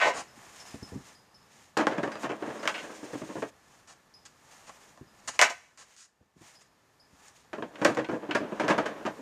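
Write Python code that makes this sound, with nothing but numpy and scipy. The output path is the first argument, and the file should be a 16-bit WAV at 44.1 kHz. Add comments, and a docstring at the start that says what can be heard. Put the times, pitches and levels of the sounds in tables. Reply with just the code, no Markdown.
"""Outdoor hockey practice.

A stick sweeps, then slaps, a puck off a plastic shooting board close to the microphone. Between the
shots and after them, pucks are dropped, tapped and dragged; shoes thud and scuff. Each blow is a crack
plus a gritty contact ringing in up to four bands. Slides and rustling clothes are filtered grains.
A small bird chirps over the faint wash of the open field."""
import sys
import numpy as np
from scipy import signal
from scipy.io import wavfile
from scipy.ndimage import uniform_filter1d

SR = 44100
rng = np.random.default_rng(int(sys.argv[2]) if len(sys.argv) > 2 else 0)


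def waveform_to_disk(signal):
    """Save audio, clipped to [-1, 1], as 16-bit WAV at the path in sys.argv[1]."""
    frames = np.transpose(np.atleast_2d(signal))
    scaled = np.clip(frames, -1, 1) * 32767
    samples = np.round(scaled).astype(np.int16)
    wavfile.write(sys.argv[1], SR, samples)


N = 406161
TIME_S = np.arange(N) / SR

# stick on puck, a sweep and a slap: start_s, contact_s, level_db, hardness_db, extra_snap_db
SHOTS = [(.001, 0.029, -29.5, 6.5, -5.5), (.015, 0.03, -24.5, 4.5, -6.5), (.044, 0.037, -19.5, -4, -8),
         (.072, 0.035, -24.5, -6, -3), (5.392, 0.0018, -22.5, 5, 2.5), (5.4144, 0.00085, -21, 6, 9),
         (5.421, 0.0093, -22, 4, 6), (5.44, 0.014, -28.5, -8, 3.5), (5.498, 0.0091, -36.5, -3, 6)]
# blows: start_s, contact_s, level_db, hardness_db
SCUFFS = [(.138, 0.064, -37.5, -8.5), (.166, 0.056, -37, -5.5), (3.875, 0.064, -51.5, -0.5),
          (4.253, 0.018, -54, 5), (4.67, 0.025, -52, -4.5), (4.694, 0.0026, -50.5, -11.5),
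          (4.975, 0.00084, -60.5, -15), (5.276, 0.021, -36, 1.5), (5.335, .039, -49, -1),
          (5.775, 0.068, -50.5, 1.5), (5.965, .1, -59.5, 18.5), (6.61, 0.018, -63.5, 4),
          (7.283, .0005, -66.5, 15)]  # blade and soles on the board
FOOTFALLS = [(.374, 0.0034, -53, -5), (.742, 0.0032, -40.5, 16.5), (.825, 0.0024, -39, -12),
             (.918, 0.021, -38.5, 8), (.952, 0.0097, -33.5, -2), (.99, 0.023, -50, -5),
             (5.011, 0.0045, -43.5, -6), (6.207, 0.0028, -60.5, 7.5), (6.36, 0.006, -56, -4.5),
             (6.411, 0.012, -53, 10.5), (7.129, 0.0097, -56, -6)]
KNOCKS = [(1.769, 0.01, -28.5, 0.5), (1.786, 0.043, -26, -3), (1.8693, 0.00013, -26.5, 1),
          (1.912, 0.027, -38.5, 0), (1.981, 0.0068, -33.5, -7.5), (2.031, 0.01, -32, -3),
          (2.075, 0.0071, -38.5, -7), (2.118, 0.0088, -48.5, 12.5), (2.155, 0.0027, -43.5, 1.5),
          (2.233, 0.034, -32.5, -2), (2.293, 0.032, -34, -4.5), (2.423, 0.0048, -39.5, -11),
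          (2.476, 0.0077, -44.5, -21), (2.502, 0.0038, -46.5, -7), (2.63, 0.018, -42, 4.5),
          (2.654, 0.0043, -40, 7), (2.684, 0.02, -39.5, 12), (2.75, 0.017, -56, -13), (2.83, 0.022, -47, 3),
          (2.893, 0.019, -47.5, -4), (3.03, 0.019, -45, -14.5), (3.132, 0.021, -39, -12.5),
          (3.217, 0.006, -43.5, -14.5), (3.29, 0.031, -44, -10), (3.355, 0.037, -40, -12),
          (3.422, 0.0081, -35, -7.5), (7.531, .008, -39.5, -2), (7.583, 0.0054, -42.5, -14.5),
          (7.624, 0.0053, -40, -10), (7.816, 0.0094, -31, -6), (7.848, .006, -22, 2.5),
          (7.882, 0.019, -32, -9), (7.971, 0.0081, -32, -5), (7.986, 0.015, -31.5, -8.5),
          (8.088, 0.019, -34.5, -9.5), (8.115, 0.052, -34, -13.5), (8.225, .02, -44, -10.5),
          (8.29, 0.019, -38.5, -14.5), (8.349, 0.012, -27, 2.5), (8.405, 0.046, -37, -11),
          (8.519, 0.013, -40.5, -15), (8.598, 0.015, -30, -0.5), (8.635, .02, -33, -6.5),
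          (8.681, 0.019, -28, 4), (8.7, 0.022, -24.5, -1.5), (8.78, 0.0095, -27, -3),
          (8.858, 0.015, -37, 6), (9.052, 0.015, -34, -6), (9.063, .007, -35, 1), (9.19, 0.011, -61.5, -37)]  # puck and blade on the board
CLACKS = [(1.7738, 0.0017, -38, 17.5), (2.676, .0003, -23, 4), (2.742, 0.026, -32.5, -3),
          (2.78, 0.031, -35.5, 2), (7.624, 0.0014, -40.5, -24), (7.757, 0.0013, -46, -1),
          (7.848, 0.0041, -28.5, 13.5), (7.949, 0.00086, -46, 11.5), (8.045, 0.006, -39.5, -2),
          (8.3105, 0.0067, -29, -5)]  # blade on puck, clear of the board
# field wash: time_s, level_db
WASH_LEVELS = [(0, -58.5), (1.3, -62), (3.6, -62), (4.1, -64), (5.3, -61), (5.7, -68.5), (6.1, -74),
               (6.3, -74), (6.6, -66.5), (7.1, -65.5), (9.21, -56)]
# swishes of clothes and soles: peak_s, length_s, relative_db, brightness_db
SWISHES = [(0.422, 0.31, -54, -9), (0.663, 0.47, -51, -6.5), (.92, 0.35, -55, -9), (1.092, 0.22, -57, -5),
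           (1.6, 0.28, -64.5, 1.5), (2.223, 0.11, -46, -11), (3.744, 0.45, -62, -10.5),
           (4.578, 0.57, -57, -7.5), (4.845, 0.42, -59, -9), (5.26, 0.36, -64.5, -4),
           (5.9, 0.25, -66.5, -2.5), (6.454, 0.2, -58.5, -3.5), (6.567, 0.25, -65.5, -3),
           (7.234, 0.34, -58.5, -9.5), (7.39, 0.17, -73, 5)]
# bird calls: start_s, level_db, pitch_hz
CHIRPS = [(.277, -57, 5180), (.598, -44, 5220), (.682, -54, 5000), (.827, -45, 5160), (1.148, -53, 4950),
          (1.343, -52.5, 5150), (2.122, -51, 4890), (2.592, -50, 5090), (4.138, -50, 5060),
          (5.073, -63, 4940), (6.553, -54, 5040), (6.997, -56, 5060)]
# puck and blade sliding, one list per slide: time_s, relative_rumble_db, relative_hiss_db
SLIDES = [
    [(1.8, -43, -61), (1.946, -33, -60), (2.06, -40, -57), (2.292, -46.5, -64), (2.5, -35.5, -54),
     (2.698, -44.5, -49), (2.964, -44.5, -51.5), (3.304, -47.5, -51), (3.5, -70, -54)],
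    [(7.55, -52, -66), (7.734, -52, -68), (7.886, -28.5, -45), (8.002, -39.5, -69), (8.122, -49.5, -60),
     (8.39, -41, -89), (8.53, -42, -57), (8.76, -30, -67), (9.21, -50, -65)],
]

# source spectra: freq_hz, gain_db
SHOT_EQ = [(30, -53), (200, -23.5), (380, -10), (620, 4), (1400, -8.5), (2600, -10.5), (3300, -11),
           (6800, -6), (9000, -19.5), (14000, -35)]
FIELD_EQ = [(20, -17), (45, -5.5), (80, 0), (160, 1), (350, -2.5), (1100, -4), (1900, -9), (3300, -14),
            (6500, -15.5), (9000, -21), (14000, -25.5)]
SCUFF_EQ = [(60, -12.5), (300, -5), (600, -6.5), (1200, -1.5), (3200, -5), (6800, 1.5), (9000, -5.5),
            (11000, -20.5), (14000, -31)]
STEP_EQ = [(25, -22.5), (60, -8.5), (110, 1.5), (180, 0.5), (330, -5), (600, -17.5), (1500, -33.5),
           (5000, -54)]
BRUSH_EQ = [(40, -12), (150, -3), (400, -4.5), (700, 1.5), (1100, 2), (2000, -6.5), (3500, -18),
            (7000, -11), (14000, -25)]
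HISS_EQ = [(500, -19), (2000, 4.5), (4500, -1.5), (6900, 4), (7800, -2.5), (9500, -3.5), (11000, -19.5),
           (14000, -13)]
KNOCK_EQ = [(25, -39.5), (60, -27.5), (130, -4.5), (310, -0.5), (600, 4.5), (1700, -8.5), (2700, -13.5),
            (3600, -20), (6800, -24.5), (10000, -38.5), (14000, -53)]
SLIDE_EQ = [(25, -55), (100, -18), (200, -3), (330, -2.5), (560, 1.5), (800, -2.5), (1900, -12.5),
            (3500, -20.5), (7000, -43), (14000, -63)]
# resonances: centre_hz, width_hz, lift_db
STICK_MODES = [(696, 25, 3.5), (846, 40, 3), (1000, 58, 1.9), (1520, 22, 11), (2130, 310, 4.6),
               (2620, 190, 2.4), (4230, 57, 5.7)]
FIELD_MODES = [(840, 120, 2), (1150, 110, 1.5), (1757, 110, 7), (6800, 310, 5)]
BOARD_MODES = [(217, 20, 6), (307.7, 57, 9), (466, 96, 2.5), (583, 114, 2), (1090, 210, 3),
               (1640, 190, 5.5), (1860, 87, 2.5)]

# limits of the thump, body, clack and snap bands: edge_hz
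BAND_EDGES_HZ = [20, 450, 1200, 3200, 16000]
# unrung part of a blow, per band: base_share
DIRECT_SHARES = [0.27, 0.067, 0.22, .4]
# split of a blow, one row per band from thump up: offset_db, db_per_hardness_db
SHOT_SPLIT = [(-12, -0.83), (-2, -0.01), (-2, 1.06), (-11, 0.13)]
SCUFF_SPLIT = [(-15.5, -.55), (-4, -0.6), (-2.5, 0.28), (0, 0.56)]
STEP_SPLIT = [(-1.5, 0.073), (-16.5, 0.64)]
KNOCK_SPLIT = [(-0.5, -0.54), (1.42, 0.16), (-0.05, 0.52), (-13, 0.85)]
CLACK_SPLIT = [(-34, -0.086), (-12, -.5), (-2.5, 0), (-19.5, 1.13)]
# ring time per band: t60_s
SHOT_T60_S = [0.11, 0.12, 0.22, 0.15]
KNOCK_T60_S = [0.15, 0.15, 0.13, 0.16]
SOFT_T60_S = [0.18, 0.12, 0.26, 0.24]
# crack share against contact time: floor_share, falloff_s
SHOT_CRACK, KNOCK_CRACK, SOFT_CRACK = (0.13, 0.0019), (0.18, 0.003), (0.049, 0.0053)

BANDS = [signal.butter(3, edges_hz, "band", fs=SR, output="sos")
         for edges_hz in zip(BAND_EDGES_HZ, BAND_EDGES_HZ[1:])]


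def gain(db):
    """Decibels to amplitude."""
    return 10 ** (np.asarray(db) / 20)


def unit_rms(x):
    """Scale to rms 1."""
    return x / np.sqrt(np.mean(x ** 2) + 1e-20)


def unit_energy(x):
    """Scale to energy 1."""
    return x / np.sqrt(np.sum(x ** 2) + 1e-20)


def add(mix, start_s, sound):
    """Mix in place."""
    part = mix[max(round(start_s * SR), 0):][:len(sound)]
    part += sound[:len(part)]


def convolve(x, response):
    """Convolve, keeping the length."""
    return signal.oaconvolve(x, response)[:len(x)]


def impulse_response(eq, modes=(), size=4096):
    """Minimum-phase response of a smooth spectrum plus resonances."""
    freq_hz = abs(np.fft.fftfreq(size, 1 / SR))
    knot_hz, knot_db = np.transpose(eq)
    db = np.interp(np.log(freq_hz + 1), np.log(knot_hz + 1), knot_db)
    for centre_hz, width_hz, lift_db in modes:
        db += lift_db / (1 + (2 * (freq_hz - centre_hz) / width_hz) ** 2)
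    log_spectrum = np.conj(signal.hilbert(np.log(gain(db))))
    return np.fft.ifft(np.exp(log_spectrum)).real[:size // 2]


def drift(rate_hz):
    """Slow random wander."""
    knots = rng.standard_normal(4096)
    return np.interp(TIME_S * rate_hz, np.arange(len(knots)), knots)


def grit(count, spread_db):
    """Tiny collisions of uneven size."""
    push, size = rng.standard_normal((2, count))
    return push * gain(spread_db * np.clip(size, -2, 2))


def energy_decay(t, t60_s):
    """Energy of a dying vibration, summing to 1."""
    return unit_energy(np.exp(-np.log(1000) * t / t60_s)) ** 2


def split_bands(rows, split, crack_law):
    """Briefer contacts crack more cleanly. Rows out: start_s, contact_s, crack_share, *bands_db."""
    offset_db, slope = np.transpose(split)
    floor_share, falloff_s = crack_law
    hits = []
    for start_s, contact_s, level_db, hardness_db, *_ in rows:
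        crack_share = floor_share + (1 - floor_share) * np.exp(-contact_s / falloff_s)
        hits.append((start_s, contact_s, crack_share, *(level_db + offset_db + hardness_db * slope)))
    return hits


def contact_force(t, contact_s, crack_share, grit_db):
    """An impulse, then grit under a pressure that builds faster than it releases."""
    progress = np.minimum(t / contact_s, 1)
    pressure = np.sqrt(np.clip(np.sin(np.pi * progress ** 0.64), 0, 1))
    force = np.sqrt(1 - crack_share) * unit_energy(pressure * grit(len(t), grit_db))
    force[0] += np.sqrt(crack_share)
    return force


def blows(hits, response, ring_t60_s, ring_share, damped_t60_s, grit_db, tick_db=-np.inf, roaming=0):
    """Contacts drive dense modes; part dies on the turf, part rings on. Roaming varies the modes."""
    count, level_window_s = 14000, 0.02
    t, out = np.arange(count) / SR, np.zeros(N)
    mode_decay = 0.6 * np.sqrt(energy_decay(t, t60_s=0.07))
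    damped = (1 - ring_share) * energy_decay(t, damped_t60_s)
    shared_modes = np.sqrt(1 - roaming) * rng.standard_normal(count)
    for start_s, contact_s, crack_share, *bands_db in hits:
        fine_modes = mode_decay * (shared_modes + np.sqrt(roaming) * rng.standard_normal(count))
        fine_modes[0] = 1
        force = contact_force(t, contact_s, crack_share, grit_db)
        direct_shares = np.array(DIRECT_SHARES) + 0.16 * crack_share ** 2  # clean hits ring less
        blow = np.zeros(count)
        for band, level_db, t60_s, direct in zip(BANDS, bands_db, ring_t60_s, direct_shares):
            energy = convolve(force ** 2, damped + ring_share * energy_decay(t, t60_s))
            vibration = rng.standard_normal(count) * np.sqrt(abs(energy))
            ringing = unit_energy(convolve(vibration, fine_modes))
            motion = np.sqrt(direct) * force + np.sqrt(1 - direct) * ringing
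            blow += gain(level_db) * unit_energy(signal.sosfilt(band, convolve(motion, response)))
        edge_contact = grit(count, spread_db=3) * np.exp(-t / 0.0004)
        tick = unit_energy(signal.sosfilt(BANDS[-1], edge_contact))
        blow += crack_share * gain(bands_db[-1] + tick_db) * tick
        add(out, start_s, blow * np.sqrt(level_window_s * SR))
    return out


def rubbing(strokes, column, response, grit_db, flutter_db):
    """Friction: dense grains whose level follows one column of each stroke."""
    envelope = np.zeros(N)
    for stroke in strokes:
        time_s, level_db = np.transpose(stroke)[[0, column]]
        envelope += gain(np.interp(TIME_S, time_s, level_db, left=-np.inf, right=-np.inf))
    grains = grit(N, grit_db) * gain(flutter_db * drift(rate_hz=60))
    return uniform_filter1d(envelope, size=600) * unit_rms(convolve(grains, response))


def field_wash():
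    """Distant noise of the field; it dips after the second shot."""
    wash = unit_rms(convolve(rng.standard_normal(N), impulse_response(FIELD_EQ, FIELD_MODES)))
    level_db = np.interp(TIME_S, *np.transpose(WASH_LEVELS))
    return wash * gain(level_db + 0.63 * drift(rate_hz=13))


def shots():
    """The blade sweeps or slaps the board and whips the puck away; the shaft rings."""
    hits = np.array(split_bands(SHOTS, SHOT_SPLIT, SHOT_CRACK))
    hits[:, -1] += [extra_snap_db for *_, extra_snap_db in SHOTS]
    return blows(hits, impulse_response(SHOT_EQ, STICK_MODES), SHOT_T60_S,
                 ring_share=0.69, damped_t60_s=0.051, grit_db=6.5, tick_db=-15)


def yard_echo(x, rise_s=0.074, decay_s=0.088, count=30000):
    """Scatter from ground, fence and trees."""
    t = np.arange(count) / SR
    tail = rng.standard_normal(count) * (1 - np.exp(-t / rise_s)) * np.exp(-t / decay_s)
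    treble_tilt = impulse_response([(100, -9), (1200, -3.5), (4000, -2.5), (12000, 2.5)])
    return convolve(x, unit_energy(convolve(tail, treble_tilt)))


def feet():
    """Dull footfalls through the ground; bright scuffs of soles and blade on the board."""
    step_hits = split_bands(FOOTFALLS, STEP_SPLIT, SOFT_CRACK)
    thuds = blows(step_hits, impulse_response(STEP_EQ), SOFT_T60_S,
                  ring_share=0.25, damped_t60_s=0.041, grit_db=2)
    scuff_hits = split_bands(SCUFFS, SCUFF_SPLIT, SOFT_CRACK)
    scuffs = blows(scuff_hits, impulse_response(SCUFF_EQ, FIELD_MODES), SOFT_T60_S,
                   ring_share=0.23, damped_t60_s=0.035, grit_db=1.5)
    return thuds + scuffs


def rustles(edge_drop_db=22):
    """Cloth brushes cloth, soles brush grass; each swish swells and fades in one arch."""
    position = np.linspace(-1, 1, 9)
    strokes = []
    for peak_s, length_s, relative_db, brightness_db in SWISHES:
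        time_s = peak_s + position * length_s / 2
        arch_db = relative_db - edge_drop_db * position ** 2
        strokes.append(np.transpose([time_s, arch_db, arch_db + brightness_db]))
    brush = rubbing(strokes, 1, impulse_response(BRUSH_EQ, FIELD_MODES), grit_db=4, flutter_db=0.9)
    hiss = rubbing(strokes, 2, impulse_response(HISS_EQ), grit_db=5.5, flutter_db=2.5)
    return gain(-2.5) * brush + gain(5) * hiss


def bird(rise_s=0.002, decay_s=0.022, settle_s=0.006, octave_db=-18, trees_db=-2, trees_decay_s=0.084):
    """Thin chirps start sharp and rough, settle at once and linger among the trees."""
    count = 18000
    t, out = np.arange(count) / SR, np.zeros(N)
    for start_s, level_db, pitch_hz in CHIRPS:
        waver = unit_rms(uniform_filter1d(rng.standard_normal(count), size=24))
        onset_bend = (0.02 + 0.11 * waver) * np.exp(-t / settle_s)
        freq_hz = pitch_hz * (1 + 0.009 * waver + onset_bend)
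        phase = 2 * np.pi * np.cumsum(freq_hz) / SR
        envelope = (1 - np.exp(-t / rise_s)) * np.exp(-t / decay_s)
        note = envelope * (np.sin(phase) + gain(octave_db) * np.sin(2 * phase))
        trees = unit_energy(rng.standard_normal(count) * np.exp(-t / trees_decay_s))
        echo = np.linalg.norm(note) * unit_energy(convolve(note, trees))
        add(out, start_s, gain(level_db) * (note + gain(trees_db) * echo))
    return out


def board_knocks():
    """Hard rubber and blade strike the hollow plastic board at varying spots."""
    hits = split_bands(KNOCKS, KNOCK_SPLIT, KNOCK_CRACK)
    return blows(hits, impulse_response(KNOCK_EQ, BOARD_MODES), KNOCK_T60_S,
                 ring_share=0.79, damped_t60_s=0.0083, grit_db=7.5, roaming=0.85)


def stick_clacks():
    """Blade on puck: a dry, woody clack of the stick alone."""
    hits = split_bands(CLACKS, CLACK_SPLIT, KNOCK_CRACK)
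    return blows(hits, impulse_response(SHOT_EQ, STICK_MODES), KNOCK_T60_S,
                 ring_share=0.41, damped_t60_s=0.028, grit_db=7, tick_db=-14)


def puck_slides():
    """Grit under a sliding puck rattles the board and hisses."""
    rumble = rubbing(SLIDES, 1, impulse_response(SLIDE_EQ, BOARD_MODES), grit_db=6.5, flutter_db=1.5)
    hiss = rubbing(SLIDES, 2, impulse_response(HISS_EQ), grit_db=0, flutter_db=-2)
    return gain(-3) * rumble + gain(-2.5) * hiss


def scene():
    """Mono mix: close play, its faint echo (strongest for shots) and the field."""
    cracks = shots()
    clatter = board_knocks() + stick_clacks() + feet() + puck_slides()
    echo = yard_echo(gain(-26) * cracks + gain(-30) * clatter)
    return (cracks + clatter + echo + rustles() + field_wash() + bird())[None]


def record(dry):
    """Soft microphone overload on the hardest cracks, then a low-pass."""
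    ceiling, cutoff_hz = 0.9, 14450
    clipped = dry / (1 + (dry / ceiling) ** 4) ** (1 / 4)
    lowpass = signal.firwin(255, cutoff_hz, window=("kaiser", 9), fs=SR)
    return signal.oaconvolve(clipped, lowpass[None], "same")


dry = scene()
out = record(dry)
waveform_to_disk(out)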